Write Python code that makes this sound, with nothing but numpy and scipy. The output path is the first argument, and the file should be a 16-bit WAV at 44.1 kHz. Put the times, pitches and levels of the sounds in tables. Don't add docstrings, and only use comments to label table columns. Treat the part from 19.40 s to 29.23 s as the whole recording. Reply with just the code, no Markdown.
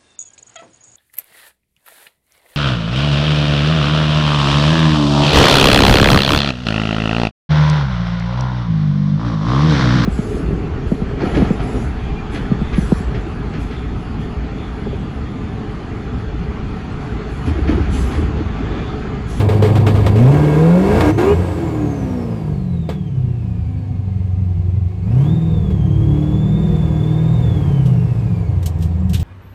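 import sys
import numpy as np
from scipy import signal
from scipy.fft import rfft, irfft, next_fast_len
from scipy.io import wavfile
from scipy.ndimage import uniform_filter1d, map_coordinates

SR = 44100
rng = np.random.default_rng(int(sys.argv[2]) if len(sys.argv) > 2 else 0)


def level_to_linear(level):
    exponent = np.asarray(level, float) / 20
    return 10 ** exponent


def persist_wave(psi):
    counts = np.round(np.clip(psi, -1, 1) * 32767).astype(np.int16)
    wavfile.write(sys.argv[1], SR, np.atleast_2d(counts).T)


N = 433503
TIME = np.arange(N) / SR
PART_DB = -28


def unit(x):
    return x / np.sqrt(np.mean(x ** 2) + 1e-20)


def steady(x, seconds=0.16):
    return x / np.sqrt(np.abs(uniform_filter1d(x ** 2, int(seconds * SR))) + 1e-12)


def along(points, hz):
    f, db = np.transpose(points)
    return level_to_linear(np.interp(np.log(hz + 1), np.log(f + 1), db, left=-90, right=-90))


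def curves(rows):
    s, *columns = np.transpose(rows)
    return [np.interp(TIME, s, c) for c in columns]


def noise():
    return rng.standard_normal(N)


def wobble(rate):
    knots = rng.standard_normal(int(N * 400 / SR) + 4)
    return map_coordinates(knots, [np.arange(N) * rate / SR])


def filtered(x, response):
    m = next_fast_len(N + SR // 2)
    return irfft(rfft(x, m) * response(np.fft.rfftfreq(m, 1 / SR)), m)[:N]


def tone(turns, shake_db, rate, locked=False):
    start = .09 * wobble(3) if locked else rng.random()
    return np.sqrt(2) * level_to_linear(shake_db * wobble(rate)) * np.sin(2 * np.pi * (turns + start))


# (centre [Hz], width [Hz], level over the noise [dB])
PANEL_MODES = [(296.5, 58, 11.5), (425, 16, 15), (511, 26, 9.5), (685, 6.6, 7.5), (737, 34, 6.5),
               (902, 14, 8.5), (1010, 26, 3), (1107, 38, 4), (1221, 42, 11), (1340, 31, -8.5),
               (1651, 41, 12), (1900, 5, 15.5), (2167, 38, 9.5), (2290, 13, -0.5), (2500, 7.6, 11.5),
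               (2750, 19, -2.5), (4520, 40, 8), (7630, 1200, -1.5)]


def panels(hz):
    return 1 + sum(level_to_linear(db) / (1 + ((hz - c) / (w / 2)) ** 2) for c, w, db in PANEL_MODES) / 2


# (time [s], firing rate [1/s])
DRIVEN_CRANK = [(.74, 102.3), (.95, 148.3), (1.14, 149.3), (1.3, 169.8), (1.5, 203.4), (1.9, 316),
                (2.03, 370), (5.62, 93.5), (5.92, 161.5), (6.1, 162.5), (6.45, 140), (7.2, 159.6),
                (7.55, 152.8), (7.95, 163), (8.55, 124.5), (9.0, 103), (9.35, 80.5), (9.75, 83)]


def crank():
    lift_s, pickup_s = 2.03, 5.5
    drag_s, drag_hz = 2.3, 85
    idle_hz, catch_hz = 89.5, 22
    driven, = curves(DRIVEN_CRANK)
    top = np.interp(lift_s, *np.transpose(DRIVEN_CRANK))
    free = (top + drag_hz) * np.exp(-(TIME - lift_s) / drag_s) - drag_hz
    coast = idle_hz + catch_hz * np.logaddexp(0, (free - idle_hz) / catch_hz)
    coasting = (TIME > lift_s) & (TIME < pickup_s)
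    return uniform_filter1d(np.where(coasting, coast, driven), SR // 16, mode="nearest")


# (time [s], throttle [dB], lumpiness of the burn [dB])
ENGINE_LOAD = [(.75, -18.5, -11), (.9, -14, -10), (1.4, -15, -22), (1.6, -10.5, -9), (1.91, -13, -17.5),
               (1.95, -19, -11.5), (2.5, -23.5, -16), (3.0, -28, -17), (3.25, -35, -17.5),
               (3.6, -38.5, -18.5), (5.6, -39.5, -18.5), (5.82, -25.5, -14), (6.0, -31.5, -14),
               (6.5, -31, -10.5), (6.8, -28.5, -12.5), (8.3, -26, -11), (8.6, -29, -13.5),
               (9.83, -34.5, -16)]


def throttle():
    cut_s, cut_length_s, cut_db = 1.715, .065, -11
    open_db, lump_db = curves(ENGINE_LOAD)
    t = TIME - cut_s
    cut = uniform_filter1d(1. * (t > 0) * (t < cut_length_s), SR // 60)
    return open_db + cut_db * cut, lump_db


def on_limiter():
    return TIME < .76


# (centre [Hz], width [Hz], level [dB])
AIR_MODES = [(88.5, 17.3, -10.5), (110, 40, -16), (130.1, 27.3, -9), (161.5, 24.7, -18), (174, 35.5, -13.5),
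             (244, 67, -20.5), (299.7, 37.3, -20), (329.3, 17, -20.5), (405, 100, -21), (487, 55, -8)]


def cabin(hz):
    gains = [level_to_linear(db) / (1 + ((hz - c) / (w / 2)) ** 2) ** 1.25 for c, w, db in AIR_MODES]
    return np.sqrt(sum(gain ** 2 for gain in gains))


def firing_tones(hz, fired, speeding, roar_db):
    over_db = roar_db - PART_DB
    slowing = uniform_filter1d(np.clip(-speeding, 0, None), SR // 10)
    spin_db = -20.5 * uniform_filter1d(1. * (TIME > 1.596) * (TIME < 2.12), SR // 12)
    first = level_to_linear(.45 * over_db - 6.5 * slowing + spin_db) * cabin(hz)
    second = level_to_linear(-7 + .67 * over_db - 31.5 * slowing + spin_db) * cabin(2 * hz)
    third = level_to_linear(1.85 * roar_db + 6.5) / (1 + ((3 * hz - 505) / 70) ** 2) ** 2
    out = first * tone(fired, shake_db=.64, rate=18, locked=True)
    out += second * tone(2 * fired, shake_db=4.5, rate=11)
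    return out + third * tone(3 * fired, shake_db=6, rate=16)


LOPE_ORDERS = [-18, 0.5, -4.5, 0.5, -6, 4, -13, -28, -3, 6, -0.5, -4, -1.5, 1, -11, -28.5, -22, 5, -11,
               -15.5, -10.5, -0.5, -13.5, -4.5]
# (frequency [Hz], level per Hz [dB])
CABIN_BOOM = [(15, -37.5), (25, -37.5), (58, -2.5), (113, -0.5), (155, -4), (186, -3.5), (202, -24),
              (243, -26), (270, -38.5), (328, -29.5), (400, -25), (520, -40), (880, -120)]


def cabin_boom(fired, burn, firing, boom_db):
    lope = 0
    for i, db in enumerate(LOPE_ORDERS):
        k = (i + 1) / 8
        locked = k % .25 == 0 and k < 1.6
        lope = lope + level_to_linear(db) * along(CABIN_BOOM, k * (crank())) ** .71 * tone(k * fired, 5.5, 5, locked)
    thud = filtered(steady(burn * firing) + .41 * noise(), lambda f: along(CABIN_BOOM, f))
    boom = .86 * steady(lope) + .5 * steady(thud)
    return level_to_linear(2.03 * wobble(13) + boom_db - 4) * boom


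STROKES = [1, .45, .9, .7, 1, .3, .8, .55]
# (frequency [Hz], level per Hz [dB])
ROAR_BAND = [(130, -34.5), (220, -1.5), (250, -8.5), (320, -5), (570, -12), (740, -13), (1050, -19),
             (1440, -35), (1650, -38.5), (3500, -40.5), (5200, -68.5)]


def exhaust_roar(stroke, burn, firing, puff, roar_db):
    unequal = (STROKES - np.mean(STROKES))[stroke % len(STROKES)]
    beats = steady(firing * (unequal + .1 * burn))
    echo_s = np.arange(SR // 20) / SR
    echoes = rng.standard_normal(len(echo_s)) * level_to_linear(-60 * echo_s / .06)
    beats = unit(signal.fftconvolve(beats, echoes)[:N])
    exhaust = .7 * beats + .7 * puff * noise()
    roar = filtered(exhaust, lambda f: along(ROAR_BAND, f) * panels(f))
    return level_to_linear(roar_db - 3.5 + .15 * wobble(20)) * steady(roar)


# (frequency [Hz], level per Hz [dB])
HISS_BAND = [(760, -34), (1300, -7), (1620, -11.5), (1840, -9), (2160, -12), (2460, -12.5), (4880, -21.5),
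             (13300, -32), (14000, -26.5)]


def intake_hiss(puff, speeding, roar_db):
    level_db = -56 + .93 * (roar_db - PART_DB) - 7 * on_limiter()
    level_db += .5 * np.clip(speeding, 0, None)
    hiss = filtered(puff * noise(), lambda f: along(HISS_BAND, f) * panels(f))
    return level_to_linear(level_db + 8 + .55 * wobble(4.8)) * steady(hiss)


# (frequency [Hz], level per Hz [dB])
IDLE_BAND = [(710, -36.5), (1200, -13.5), (1780, -7.5), (2170, -2.5), (2400, 3.5), (9000, -21.5),
             (11700, -53.5), (19800, -120)]


def valve_gear():
    return level_to_linear(-58.5) * unit(filtered(noise(), lambda f: along(IDLE_BAND, f) * panels(f)))


def engine():
    hz, (roar_db, boom_db) = crank(), throttle()
    fired = np.cumsum(hz) / SR
    speeding = np.gradient(np.log(hz)) * SR
    stroke = fired.astype(int)
    firing = np.diff(stroke, prepend=0) > 0
    burn = rng.standard_normal(4000)[stroke]
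    puff = level_to_linear(.2 * burn) * (1 + .061 * np.cos(2 * np.pi * fired))
    out = firing_tones(hz, fired, speeding, roar_db)
    out += cabin_boom(fired, burn, firing, boom_db)
    out += exhaust_roar(stroke, burn, firing, puff, roar_db)
    return out + intake_hiss(puff, speeding, roar_db) + valve_gear()


# (frequency [Hz], level [dB])
ROTOR_GAIN = [(1700, -11), (2050, -9), (2300, -5.5), (2900, -7.5), (3550, 0), (4600, -15), (6200, -9.5),
              (8500, -10)]
# (frequency [Hz], level [dB])
DUCT_GAIN = [(3500, -22), (4600, -12), (5500, -17), (7000, -14), (8900, -25), (9300, -19), (9800, -26),
             (14000, -36)]


def blower():
    pulley = 22.55
    hz, open_db = pulley * crank(), throttle()[0]
    under_db = np.minimum(open_db - PART_DB, 0)
    shaft = np.cumsum(hz / pulley) / SR / 4
    pull = .06 * np.sin(2 * np.pi * shaft) + .07 * np.sin(6 * np.pi * shaft)
    turns = np.cumsum(hz * (1 + .006 * wobble(150))) / SR + pull
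    out = along(ROTOR_GAIN, np.clip(hz, 1800, 8300)) * tone(turns, shake_db=3.2, rate=80)
    for k, drop_db in [(2, -4), (3, -6), (4, -2)]:
        held_db = 6 * on_limiter() * (-1) ** k
        level = level_to_linear(drop_db + k * .07 * under_db + held_db) * along(DUCT_GAIN, k * hz)
        out += level * tone(k * turns + .12 * wobble(280), shake_db=4, rate=69)
    boost_db = np.clip(open_db + 17 + 3, 0, 8) * np.clip((hz - 4000) / 500, -.6, 1)
    return level_to_linear(-47.5 + .82 * under_db + boost_db) * out


def bursts(events, rise):
    out, t = np.zeros((2, N + SR)), np.arange(SR // 2) / SR
    for s, db, rel_db, length in events:
        shape = np.clip(t / rise, 0, 1) * level_to_linear(-60 * t / max(length, .01))
        out[:, round(s * SR):][:, :len(t)] += level_to_linear([[db], [db + rel_db]]) * shape
    return out[:, :N]


# (time [s], peak [dB], pipe ring over peak [dB], length [s])
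BANG_EVENTS = [(0.0, -13.5, 6, 0.21), (0.088, -18, 3.5, 0.54), (0.223, -13, 5.5, 0.44),
               (0.353, -16, -31, 0.27), (0.465, -9, 1, 0.2), (0.542, -21, -16, 0.98),
               (0.662, -11, -6, 0.13), (0.756, -23, 11.5, 1), (0.943, -18, 7, 0.023),
               (1.607, -5.5, -9, 0.067), (1.78, -19, -16, 0.48), (3.49, -19.5, 3, 0.2),
               (5.719, -38, 5, 0.16), (6.303, -31, 6.5, 0.17)]
# (frequency [Hz], level [dB])
BANG_BAND = [(120, -6), (220, 4), (500, 11.5), (1500, -2), (3500, -5.5), (6000, -19), (9000, -21),
             (11000, -29), (13800, -20)]


def bangs():
    crack, ring = bursts(BANG_EVENTS, rise=.001)
    shaken = filtered(noise(), lambda f: along(BANG_BAND, f) * panels(f))
    pipe = filtered(noise(), lambda f: 1 / (1 + ((f - 424) / 10) ** 2))
    return level_to_linear(-3) * crack * unit(shaken) + level_to_linear(-6) * ring * unit(pipe)


# (centre [Hz], width [Hz], level at part throttle [dB], growth [dB per dB of throttle])
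LOOSE_TRIM = [(738, 56, -53.5, 0.13), (974, 54, -52, 1.26), (1412, 50, -64, 1.66), (2664, 100, -68, 1.56),
              (1606, 90, -59.5, 1.42), (2210, 150, -60, 1.33)]


def trim():
    over_db = throttle()[0] - PART_DB - 3.5 * on_limiter()
    out = np.zeros(N)
    for c, w, db, grows in LOOSE_TRIM:
        buzz = unit(filtered(noise(), lambda f: 1 / (1 + ((f - c) / (w / 2)) ** 2)))
        out += level_to_linear(db + grows * over_db + .52 * wobble(10)) * buzz
    return out


# (time [s], peak [dB], low band over peak [dB], length [s])
CLICK_EVENTS = [(8.456, -37.5, -4, 0.16), (9.227, -35.5, -4, 0.08), (9.258, -21, -12, 0.095),
                (9.385, -46, -20, 0.088), (9.407, -42, -7, 0.094), (9.422, -35, -6.5, 0.17),
                (9.693, -36, -8, 0.14), (9.732, -23.5, -7, 0.066), (9.7425, -28, 0, 0.14),
                (9.7694, -44, -21, 0.076), (9.7946, -36.5, -5, 0.21)]
# (frequency [Hz], level [dB])
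SNAP_BAND = [(3000, -9), (5500, 3), (8500, 2), (10500, -6), (13000, 0), (14200, -1)]


def clicks():
    bright, low = bursts(CLICK_EVENTS, rise=.0027)
    snap = filtered(noise(), lambda f: along(SNAP_BAND, f))
    shell = filtered(noise(), lambda f: 1 / (1 + ((f - 3300) / 900) ** 2)
                     + .45 / (1 + ((f - 1620) / 90) ** 2))
    return level_to_linear(-6) * bright * unit(snap) + low * unit(shell)


# (time [s], exhaust note [Hz], level [dB])
RIVAL_GEARS = [
    [(1.64, 290, -17), (1.73, 316, -17)],
    [(1.775, 328, -9), (1.85, 380, -16), (1.92, 416, -11), (1.95, 412, -14)],
    [(3.6, 218, -44), (3.9, 231, -38), (4.3, 254, -38), (4.75, 250, -40)],
    [(5, 343, -50), (5.3, 356, -46), (5.7, 376, -47)],
]


def rival():
    out = np.zeros(N)
    for gear in RIVAL_GEARS:
        hz, db = curves(gear)
        start, end = gear[0][0], gear[-1][0]
        fade = np.clip(np.minimum(TIME - start, end - TIME) / (.12 * (end - start)), 0, 1)
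        turns = np.cumsum(hz) / SR
        for k, drop_db in [(1, 0), (2, -21), (3, -20), (4, -28), (6, -30), (7, -30)]:
            out += fade * level_to_linear(db + drop_db) * tone(k * turns, shake_db=3, rate=20)
    return out


def scene():
    return (engine() + blower() + bangs() + trim() + clicks() + rival())[None]


def roll_off(x):
    return signal.sosfilt(signal.butter(12, 15130, fs=SR, output="sos"), x)


def record(dry):
    top = .67
    dry = dry * np.clip(TIME / .003, 0, 1)
    mix = dry / (1 + np.abs(dry / top) ** 5) ** (1 / 5)
    return roll_off(mix)


dry = scene()
out = record(dry)
persist_wave(out)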